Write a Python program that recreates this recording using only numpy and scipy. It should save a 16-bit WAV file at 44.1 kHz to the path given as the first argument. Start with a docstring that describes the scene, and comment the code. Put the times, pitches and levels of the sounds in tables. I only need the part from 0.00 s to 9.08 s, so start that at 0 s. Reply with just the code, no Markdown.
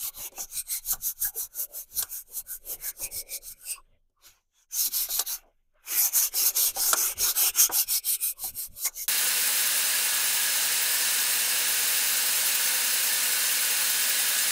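"""Fine sandpaper is rubbed by hand back and forth along a hollow wooden hull, close to a mono microphone.
Quick strokes come first: grit hisses through the paper's resonances, hull modes murmur under it, planks sing
as narrow noise and the hull knocks where the paper catches an edge. Around 4 s the rubbing falters and a bare
hand slides as soft rasping noise; a few stronger strokes, another pause, then strong strokes lead to the end.
Throughout, the hull rocks on its stand with low rumble and thuds of filtered noise, over a faint background."""
import sys
import numpy as np
from scipy import signal
from scipy.fft import rfft, irfft, next_fast_len
from scipy.io import wavfile
from scipy.ndimage import uniform_filter1d, map_coordinates

SR = 44100
rng = np.random.default_rng(int(sys.argv[2]) if len(sys.argv) > 2 else 0)


def to_wav(sig):
    """Store sig (one row per channel, or 1-D mono) as 16-bit WAV at the path in sys.argv[1].

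    Samples outside -1..1 are clipped; the rate is SR.
    """
    pcm = np.clip(np.atleast_2d(sig), -1, 1) * 32767
    pcm = np.round(pcm).astype(np.int16)
    wavfile.write(sys.argv[1], SR, pcm.T)  # frames by channels


def elevation(decibels):
    """Turn decibel levels (scalar or array-like) into linear amplitude ratios."""
    levels = np.asarray(decibels, float)
    return 10 ** (levels / 20)


N = 400428

# Modes of the hull. Each row: centre in Hz, nominal width in Hz, relative level in dB.
HULL_MODES = [(383.6, 94, -7.5), (549, 105, -5.5), (774, 94, -4.5), (943, 250, -2.5), (1170, 170, -5.5),
              (1446, 237, 4.5), (2332, 620, 2), (2800, 490, 1), (3282, 460, 2)]
# Colour of paper or hand rasping on wood. Each row: frequency in Hz, relative density in dB per Hz.
RASP_COLOUR = [(200, -39.5), (350, -11), (800, -7), (1500, -4.5), (2000, 4.5), (3200, -2), (4500, -24.5),
               (7000, -64)]


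def unit(x):
    """Scaled to rms 1."""
    return x / np.sqrt(np.mean(x ** 2) + 1e-20)


def curves(rows):
    """One value per sample for each column after the time."""
    seconds, *columns = np.transpose(rows)
    return [np.interp(np.arange(N) / SR, seconds, column) for column in columns]


def wobble(rate):
    """A smooth random curve, rate knots a second (400 at most)."""
    knots = rng.standard_normal(int(N * 400 / SR) + 4)
    return map_coordinates(knots, [np.arange(N) * rate / SR])


def filtered(x, response):
    """x times a complex response of frequency."""
    m = next_fast_len(N + 8192)
    return irfft(rfft(x, m) * response(np.fft.rfftfreq(m, 1 / SR)), m)[:N]


def coloured(x, spectrum):
    """x given the colour of (Hz, dB) points, joined along log frequency, rms 1."""
    f, db = np.transpose(spectrum)
    return unit(filtered(x, lambda hz: elevation(np.interp(np.log(hz + 1), np.log(f + 1), db))))


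def resonance(f, centre, width):
    """Complex response of one damped resonance, 1 at its centre."""
    return 1j * f * width / (centre ** 2 - f ** 2 + 1j * f * width)


def ringing(x, centre, width):
    """x through one resonance, centre and width in Hz."""
    return filtered(x, lambda f: resonance(f, centre, width))


def patchy(x, patchy_db, size):
    """x with drifting patches of random gain, size bands of 86 Hz wide and about 60 ms long."""
    z = signal.stft(x, nperseg=512)[2]
    field = uniform_filter1d(rng.standard_normal(z.shape), size=size, axis=0)
    field = uniform_filter1d(field, size=10, axis=1)
    return signal.istft(z * elevation(patchy_db * unit(field)), nperseg=512)[1][:N]


def grit(spread_db, clump_db):
    """Dense grains biting at uneven sizes, in clumps a few milliseconds long that thicken and thin slowly."""
    sizes = np.minimum(rng.exponential(size=N), 3)
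    grains = rng.standard_normal(N) * elevation(spread_db * sizes)
    return unit(grains * elevation(clump_db * wobble(350) + 0.81 * clump_db * wobble(60)))


def background():
    """A faint steady noise floor."""
    # Each row: frequency in Hz, relative density in dB per Hz.
    floor_colour = [(35, -33.5), (60, -2), (249, -24), (322, -15.5), (1030, -24.5), (2080, -30.5),
                    (5800, -33), (15400, -28), (16000, -91)]
    return elevation(-93.5) * coloured(rng.standard_normal(N), floor_colour)


def stand():
    """The hull rocks on its stand: a deep, uneven rumble with lumpy thuds at each jolt."""
    # Steady rocking, stilled while the hand rests. Each row: time in seconds, rumble level in dB.
    sway = [(0, -58.5), (0.7, -60), (1.9, -61.5), (3.2, -58), (3.9, -63), (4.2, -74), (4.35, -68),
            (4.62, -84), (4.8, -59.5), (5.3, -60), (5.8, -73), (6.0, -60.5), (7.0, -58.5), (9.08, -63)]
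    # Jolts of the stand. Each row: middle in seconds, seconds from there to 44 dB down, thud level in dB.
    jolt_rows = [(0.04, .05, -60), (0.193, .05, -56), (0.43, .06, -60), (0.57, .06, -59), (0.95, .16, -57),
                 (1.252, .08, -57), (1.442, .05, -64), (1.988, .11, -56), (2.4, .15, -69),
                 (2.773, .14, -66), (3.042, .06, -54), (3.163, .08, -53), (3.52, .12, -68),
                 (3.928, .1, -72), (4.3, .07, -71), (4.884, .08, -78), (5.14, .1, -63), (6.037, .09, -67),
                 (6.74, .14, -64), (7.202, .11, -53), (7.504, .09, -67), (7.713, .05, -59),
                 (7.884, .06, -63), (8.448, .08, -59), (8.535, .07, -54), (8.723, .08, -54.5),
                 (9.0, .05, -69)]
    # Colours of rumble and thud. Each row: frequency in Hz, relative density in dB per Hz.
    rumble_colour = [(6, -25.5), (12, 5), (25, 5.5), (45, -19), (70, -16.5), (110, -36.5), (200, -120)]
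    thud_colour = [(41, -38), (70, 7.5), (102, -0.5), (129, -5), (216, -6), (280, -12.5), (360, -39.5),
                   (620, -120)]
    sway_thud_db = -18  # thud against the steady rumble
    jolt_rumble_db = 5  # rumble of a jolt against its thud

    t, (sway_db,) = np.arange(N) / SR, curves(sway)
    jolts = sum(elevation(db - 44 * ((t - s) / length) ** 2) for s, length, db in jolt_rows)
    thud_level = (elevation(sway_db + sway_thud_db) + jolts) * elevation(0.83 * wobble(27))
    rumble_level = (elevation(sway_db) + elevation(jolt_rumble_db) * jolts) * elevation(1.1 * wobble(2.6))
    thud = thud_level * coloured(rng.standard_normal(N), thud_colour)
    rumble = rumble_level * coloured(rng.standard_normal(N), rumble_colour)
    return rumble + thud


def sliding():
    """The bare hand rasps softly over the planks: flat-topped swells of coloured grit."""
    # Each row: middle in seconds, length in seconds between the points 30 dB down, level in dB.
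    slides = [(3.906, .2, -82.5), (4.35, 0.15, -86), (5.466, 0.07, -86.5), (5.79, 0.11, -77)]
    t = np.arange(N) / SR
    rub = sum(elevation(db - 30 * ((t - s) / (length / 2)) ** 4) for s, length, db in slides)
    rasp = rub * coloured(grit(spread_db=2.5, clump_db=1.5), RASP_COLOUR)
    return patchy(rasp, patchy_db=5, size=2)


def singing():
    """Planks and paper sing under a stroke or a hand: noise through one resonance, swelling and fading."""
    # Each row: middle in seconds, seconds from there to 38 dB down, pitch in Hz, width in Hz, level in dB.
    songs = [(0.078, 0.051, 1130, 97, -50), (0.263, 0.035, 2800, 230, -51), (0.38, 0.027, 2650, 250, -49.5),
             (0.582, 0.076, 2430, 300, -50.5), (0.74, 0.087, 2120, 380, -46.5),
             (1.28, 0.073, 816, 150, -56), (1.26, 0.043, 1640, 247, -42), (1.368, 0.037, 433, 59, -48),
             (2.31, 0.041, 447, 170, -59), (2.408, 0.029, 2700, 200, -64), (2.86, 0.12, 2100, 390, -50),
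             (3.058, 0.064, 2480, 380, -45), (3.176, 0.13, 2260, 200, -53.5),
             (3.329, 0.091, 2350, 240, -46), (3.53, 0.082, 2320, 200, -63), (3.716, 0.096, 2680, 296, -45),
             (3.783, 0.04, 1090, 150, -50.5), (3.921, 0.14, 3250, 402, -84.5),
             (3.926, 0.13, 557, 216, -76.5), (4.2, 0.069, 1150, 200, -71), (4.375, 0.081, 990, 299, -75),
             (5.463, .09, 630, 410, -61.5), (5.788, 0.08, 1400, 493, -68), (0.934, 0.026, 1420, 220, -39.5),
             (1.38, 0.13, 760, 170, -61), (1.74, 0.12, 600, 210, -56.5), (8.1, 0.076, 1034, 150, -78),
             (8.392, 0.064, 1090, 150, -58.5), (8.246, 0.12, 1350, 130, -59),
             (4.36, 0.13, 2000, 202, -83.5), (3.71, 0.092, 4900, 500, -45), (2.373, 0.07, 4200, 300, -52),
             (0.2, 0.12, 4000, 270, -52.5), (0.74, 0.1, 4100, 320, -45.5), (8.45, 0.081, 4200, 390, -46),
             (8.61, 0.083, 4250, 400, -50), (8.84, 0.091, 4000, 270, -49.5), (8.0, 0.35, 2400, 190, -57),
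             (2.72, 0.13, 524, 270, -52.5), (3.2, 0.43, 520, 200, -58), (2.156, .09, 1550, 200, -59),
             (2.517, 0.084, 1510, 140, -52.5), (2.877, .08, 1660, 240, -49), (7.768, 0.096, 790, 200, -49),
             (4.25, 0.048, 3830, 500, -63), (4.37, 0.082, 4610, 900, -81), (4.58, 0.076, 3400, 303, -72),
             (4.579, 0.082, 1680, 250, -84), (4.876, 0.07, 293, 130, -55), (8.13, 0.077, 2960, 296, -49.5),
             (8.254, 0.13, 2500, 210, -48.5), (5.761, 0.033, 584, 80, -69), (8.87, 0.032, 2090, 327, -35),
             (8.871, 0.036, 1090, 100, -43.5), (9.005, 0.06, 2160, 220, -50)]
    sound = np.zeros(N + SR)  # starts 0.25 s early, to hold the swell before each middle
    t, lag = np.arange(-SR // 4, SR // 4) / SR, np.arange(SR // 20) / SR
    for s, length, hz, width, db in songs:
        plank = lag * np.exp(-np.pi * width * lag) * np.sin(2 * np.pi * hz * lag)
        band = unit(signal.fftconvolve(rng.standard_normal(len(t)), plank)[:len(t)])
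        swell = elevation(db - 38 * (t / length) ** 2)
        sound[round(s * SR):][:len(t)] += swell * band
    return sound[SR // 4:][:N]


def knocks():
    """Each catch scuffs the hull, most near the pitch of the plank struck, and cracks for some milliseconds."""
    # Each row: start in seconds, nominal hull level in dB, nominal crack level against it in dB,
    # pitch of the plank struck in Hz, seconds in which the drag after the blow falls by 60 dB.
    blows = [(0.319, -33, -16, 567, 0.22), (0.379, -26, -19, 820, 0.15), (0.93, -26.5, 2.5, 900, 0.14),
             (1.238, -45.5, -8, 1520, 0.37), (1.352, -55, -5, 441, 0.072), (1.988, -38, -8, 1390, 0.34),
             (2.024, -23, 4, 1550, 0.089), (2.66, -43, -12, 571, 0.19), (2.995, -28, -21, 455, 0.43),
             (4.097, -58.5, -22, 388, 0.12), (5.087, -28.5, -9, 950, 0.093), (5.192, -19.5, 7.5, 910, 0.11),
             (5.432, -48.5, -29, 729, 0.12), (5.739, -62, -18.5, 570, 0.11), (6.339, -29, -6, 766, 0.17),
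             (6.762, -16, -18, 624, 0.25), (6.93, -7.5, -2, 1170, 0.098), (7.694, -14.5, -32, 770, 0.12),
             (8.438, -25.5, -8, 610, 0.15), (8.854, -29.5, 7.5, 980, 0.19)]
    # Each row: frequency in Hz, relative density in dB per Hz.
    crack_colour = [(1500, -50.5), (3000, 1), (5500, 6), (7500, 9.5), (11000, 3), (15000, -8),
                    (16200, -24.5), (16600, -96)]

    t = np.arange(SR // 4) / SR
    wood, crack_level = np.zeros(N + SR), np.zeros(N + SR)
    for s, db, crack_db, plank_hz, drag in blows:
        ring = np.zeros(len(t))
        for hz, width, mode_db in HULL_MODES:
            strength_db = mode_db + rng.normal(0, 3) - 16.0 * np.log2(hz / plank_hz) ** 2
            struck_hz = hz * (1 + rng.normal(0, 0.02))  # each blow detunes the modes slightly
            decay = np.exp(-np.pi * 0.55 * width * t)
            ring += elevation(strength_db) * decay * np.sin(2 * np.pi * struck_hz * t)
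        scuff = elevation(-26 - 60 * t / drag) * rng.standard_normal(len(t))  # the paper drags on after the blow
        scuff[0] = np.clip(0.06 / drag, 0, 1)  # the blow itself: a long drag starts with a softer one
        body = signal.fftconvolve(ring, scuff)[:len(t)] * (1 - np.exp(-t / 0.001))
        snap = elevation(-60 * t / 0.03) * (1 - np.exp(-t / 0.0021))
        at = round(s * SR)
        wood[at:][:len(t)] += elevation(db - 6.5) * body
        crack_level[at:][:len(t)] += elevation(db + crack_db + 3.5) * snap
    # the light hull radiates no bass
    no_bass = signal.butter(2, 330, "high", fs=SR, output="sos")
    wood = signal.sosfilt(no_bass, wood[:N])
    return wood + crack_level[:N] * coloured(grit(spread_db=4, clump_db=1), crack_colour)


def stroke_levels():
    """Hiss level in dB, and its peak: the hand speeds up from a turn and brakes into the next."""
    # Each row: turn of the hand in seconds, hiss there in dB, fastest moment in seconds, hiss there in dB,
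    # fullness of the rise (an exponent).
    strokes = [(0.0, -38.5, 0.083, -32, 3.8), (0.117, -70.5, 0.263, -37, 3.3),
               (0.306, -77.5, 0.416, -36.5, 1.48), (0.468, -69, 0.571, -35, 1.28),
               (0.639, -72, 0.729, -29.5, 1.25), (0.811, -65, 0.917, -24, 1.31),
               (0.978, -66.5, 1.065, -30, 1.3), (1.145, -70.5, 1.222, -26.5, 0.73),
               (1.321, -68.5, 1.392, -32, 1.9), (1.489, -76, 1.6, -30.5, 1.2),
               (1.676, -74.5, 1.761, -37.5, 1.28), (1.858, -71, 1.99, -26, 0.82),
               (2.068, -55.5, 2.13, -36.5, 0.95), (2.243, -74, 2.381, -32.5, 1.18),
               (2.437, -76, 2.537, -37, 2.6), (2.596, -72.5, 2.7, -31.5, 0.87),
               (2.776, -66.5, 2.886, -33, 1.84), (2.93, -73.5, 3.042, -32, 1.3),
               (3.095, -68.5, 3.198, -35.5, 4.8), (3.243, -80, 3.347, -35.5, 1.44),
               (3.4, -82.5, 3.52, -44.5, 4.9), (3.551, -73.5, 3.715, -34.5, 1.1),
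               (3.829, -91.5, 4.13, -105, 2.6), (4.18, -101, 4.272, -55, 1.54),
               (4.48, -105, 4.585, -76, 1.07), (4.677, -121.5, 4.855, -27.5, 5.07),
               (4.901, -50, 4.945, -28, 1.05), (5.08, -50, 5.199, -30, 6.6), (5.245, -61.5, 5.35, -33, 5.2),
               (5.456, -92, 5.621, -101, 0.7), (5.816, -89.5, 6.02, -24, 3.54),
               (6.109, -54, 6.157, -25.5, 1.7), (6.306, -65.5, 6.477, -25.5, 5.3),
               (6.528, -53.5, 6.566, -25.5, 0.83), (6.731, -60.5, 6.836, -26.5, 2.4),
               (6.954, -41.5, 7.072, -28, 8), (7.152, -67, 7.291, -25, 4.16), (7.337, -50, 7.462, -24, 5.5),
               (7.524, -65, 7.601, -22.5, 2.06), (7.697, -69, 7.797, -24, 3.85),
               (7.859, -61, 7.937, -25, 2.9), (8.016, -72, 8.147, -27.5, 4.8),
               (8.181, -56.5, 8.234, -27.5, 1.2), (8.348, -76, 8.478, -32.5, 2.74),
               (8.525, -63, 8.596, -32.5, 1.55), (8.694, -73, 8.869, -28, 1.38),
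               (8.913, -70, 8.99, -37.5, 1.17), (9.08, -84, 9.2, -53, 2)]
    # Seconds within strokes that end with the paper lifting away, or snagging.
    lifts = [3.7, 4.3, 5.4]
    catches = [.93, 2.0, 8.88]
    brake_s, dwell_s = 0.021, 0.0038  # nominal braking time; rest on each side of a turn

    turn, turn_db, top, top_db, rise = np.transpose(strokes)
    # the hand keeps its speed until it brakes, so a longer fall is fuller
    fall = np.maximum((turn[1:] - top[:-1]) / brake_s, 1)
    # lifted and snagged strokes fade without holding their speed
    fall[np.searchsorted(turn, lifts) - 1] = 0.84
    fall[np.searchsorted(turn, catches) - 1] = 1.42
    t = np.arange(N) / SR
    k = np.clip(np.searchsorted(turn, t, "right") - 1, 0, len(turn) - 2)  # stroke under way
    up = np.clip((top[k] - t) / (top[k] - turn[k] - dwell_s), 0, 1) ** rise[k]
    down = np.clip((t - top[k]) / (turn[k + 1] - dwell_s - top[k]), 0, 1) ** fall[k]
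    level = top_db[k] + (turn_db[k] - top_db[k]) * up + (turn_db[k + 1] - top_db[k]) * down
    return level, np.maximum(level, np.interp(t, top, top_db))


def planking():
    """The rubbing drives the hull's modes, each swelling on its own, over a broad rasp; all sink as it slows."""
    # Murmur under a stroke of -30 dB, as the paper wanders along the hull.
    # Each row: time in seconds, nominal level of the deep modes in dB, of the upper modes in dB.
    murmur = [(0.04, -53, -51.5), (0.34, -42.5, -45.5), (0.55, -60, -53.5), (1.25, -75, -59.5),
              (1.7, -46, -52.5), (1.85, -57.5, -58), (2.55, -60, -60), (2.7, -43.5, -52.5),
              (2.92, -49, -54), (3.05, -50, -59.5), (3.33, -45, -61), (3.5, -59, -61.5), (3.76, -47, -50.5),
              (4.3, -59, -47.5), (4.75, -77, -53), (5.3, -62, -48.5), (5.9, -56, -50.5), (6.6, -41, -45.5),
              (7.45, -43, -42), (7.9, -53.5, -50), (8.3, -58.5, -60), (8.5, -51.5, -56.5),
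              (9.05, -55.5, -62)]
    # Rasp of the paper pressed flat, under a stroke of -30 dB. Each row: time in seconds, level in dB.
    rasp_levels = [(0, -63), (3.7, -67.5), (4.3, -54.5), (4.7, -56), (5.4, -48.5), (5.9, -43), (6.9, -51.5),
                   (7.5, -54), (7.75, -82), (9.08, -79)]
    # Top modes against the other upper ones. Each row: time in seconds, level in dB.
    top_levels = [(0, 4), (0.4, -3), (0.7, 3.5), (1.6, -5), (2.1, 2), (2.5, -2.5), (3.1, 7), (3.7, 0.5),
                  (4.8, 4), (5.4, -5), (6.2, 0), (7.4, 3), (7.7, 4.5), (8.3, 10), (8.6, 5), (9.08, 2.5)]
    split_hz, top_hz = 660, 1900  # upper modes start at the first, top modes above the second
    deep_follows, upper_follows = 0.27, 0.56  # dB of murmur per dB of hiss
    contact_db = -87  # below this hiss the paper is off the wood and the murmur dies

    level = stroke_levels()[0]
    drive, lifted = level + 30, np.minimum(level - contact_db, 0)
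    (deep_db, upper_db), (rasp_db,), (top_db,) = curves(murmur), curves(rasp_levels), curves(top_levels)
    rasp = coloured(grit(spread_db=2.5, clump_db=1.5), RASP_COLOUR)
    sound = elevation(rasp_db + 0.5 * drive + 1.5 * wobble(30)) * rasp
    for hz, width, db in HULL_MODES:
        band = ringing(rng.standard_normal(N), hz, width)
        band = ringing(band, hz, 2.4 * width)  # steeper skirts
        swell = 2.86 * wobble(6) + 1.78 * wobble(50)
        if hz < split_hz:
            body = deep_db + deep_follows * drive
        else:
            body = upper_db + upper_follows * drive
        if hz > top_hz:
            body = body + top_db
        sound += elevation(body + db - 10.0 + swell) * unit(band)
    return patchy(elevation(lifted) * sound, patchy_db=3.5, size=2)  # thin strips answer unevenly


def sandpaper():
    """Grit hiss; slow motion sounds duller, as the paper's resonances sink less than the top."""
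    # Finest grit. Each row: frequency in Hz, relative density in dB per Hz.
    hiss_colour = [(2000, -51.5), (3200, -44), (5000, -17), (7500, -7), (9800, -4), (12000, 1.5),
                   (14300, -1), (15400, -8), (15900, -32.5), (16300, -57.5)]
    # Paper resonances under the fingers. Each row: centre in Hz, width in Hz of each of two passes,
    # share of the stroke's swing in level from 0 to 1, level in dB.
    paper_modes = [(4105, 1000, 0.81, -5.5), (5416, 1000, 0.91, -4), (6370, 1400, 0.93, -4),
                   (8550, 1100, 0.87, -3)]
    # Resonances against the top hiss. Each row: time in seconds, lowest pair in dB, main in dB, high in dB.
    grip = [(0.08, -10.5, -4, -24), (0.41, -11.5, 3.5, -23), (0.6, -4, -1.5, 2.5), (1.0, -12, -4, -22),
            (1.7, -18, -6.5, -24), (2.2, -20, -2, -4.5), (2.7, -17, -6.5, -11.5), (3.3, -8.5, -2, 4),
            (3.52, -14.5, -4, 1.5), (3.71, -12.5, -6.5, 7), (4.27, 1.5, 6.5, -18.5), (4.62, -5, 13.5, -6),
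            (4.86, -7.5, -6.5, -19.5), (5.3, -6.5, 3, -27), (6.0, -13, 0, -17.5), (7.0, -9.5, 0, -6.5),
            (7.6, -10.5, 0, -4), (8.15, -10, -12.5, -4.5), (8.6, -19, -18, -4), (8.9, -11.5, 2, -11)]
    # Second resonance against the lowest. Each row: time in seconds, level in dB.
    second = [(0, -4.5), (1.0, -7.5), (1.5, -13.5), (2.1, 5), (2.5, -2), (3.3, 7.5), (4.3, -3.5), (6.0, 4),
              (8.2, 4), (8.6, 8.5), (9.0, -5)]

    level, peak = stroke_levels()
    chatter = 1.2 * wobble(40)  # uneven planks under the whole sheet
    sound = elevation(level + chatter) * coloured(grit(spread_db=1.0, clump_db=0.5), hiss_colour)
    (low_db, main_db, high_db), (second_db,) = curves(grip), curves(second)
    grips = [low_db, low_db + second_db, main_db, high_db]
    for (hz, width, swing, db), grip_db in zip(paper_modes, grips):
        band = ringing(grit(spread_db=4.0, clump_db=1), hz, width)
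        band = ringing(band, hz, width)
        grip_db = grip_db + 2.6 * wobble(5.5)  # each resonance's level wanders slowly at random
        motion_db = peak + swing * (level - peak)
        sound += elevation(motion_db + grip_db + db + chatter) * unit(band)
    return patchy(sound, patchy_db=2.5, size=5)  # the sheet bends, so its colour drifts


def bench_echo(work):
    """The bench's echo cancels part of one band: a share of a resonance is taken away."""
    return work - 0.6 * ringing(work, centre=1920, width=400)


def scene():
    """All sources over a faint background, alike in both channels."""
    work = sandpaper() + planking() + singing() + knocks() + sliding()
    mix = bench_echo(work) + stand() + background()
    return np.tile(mix, (2, 1))


def top_cut(x):
    """Nothing passes above the cut-off."""
    return signal.sosfilt(signal.butter(12, 16480, fs=SR, output="sos"), x)


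def record(dry):
    """The finished mix as it is delivered."""
    return top_cut(dry)


dry = scene()
out = record(dry)
to_wav(out)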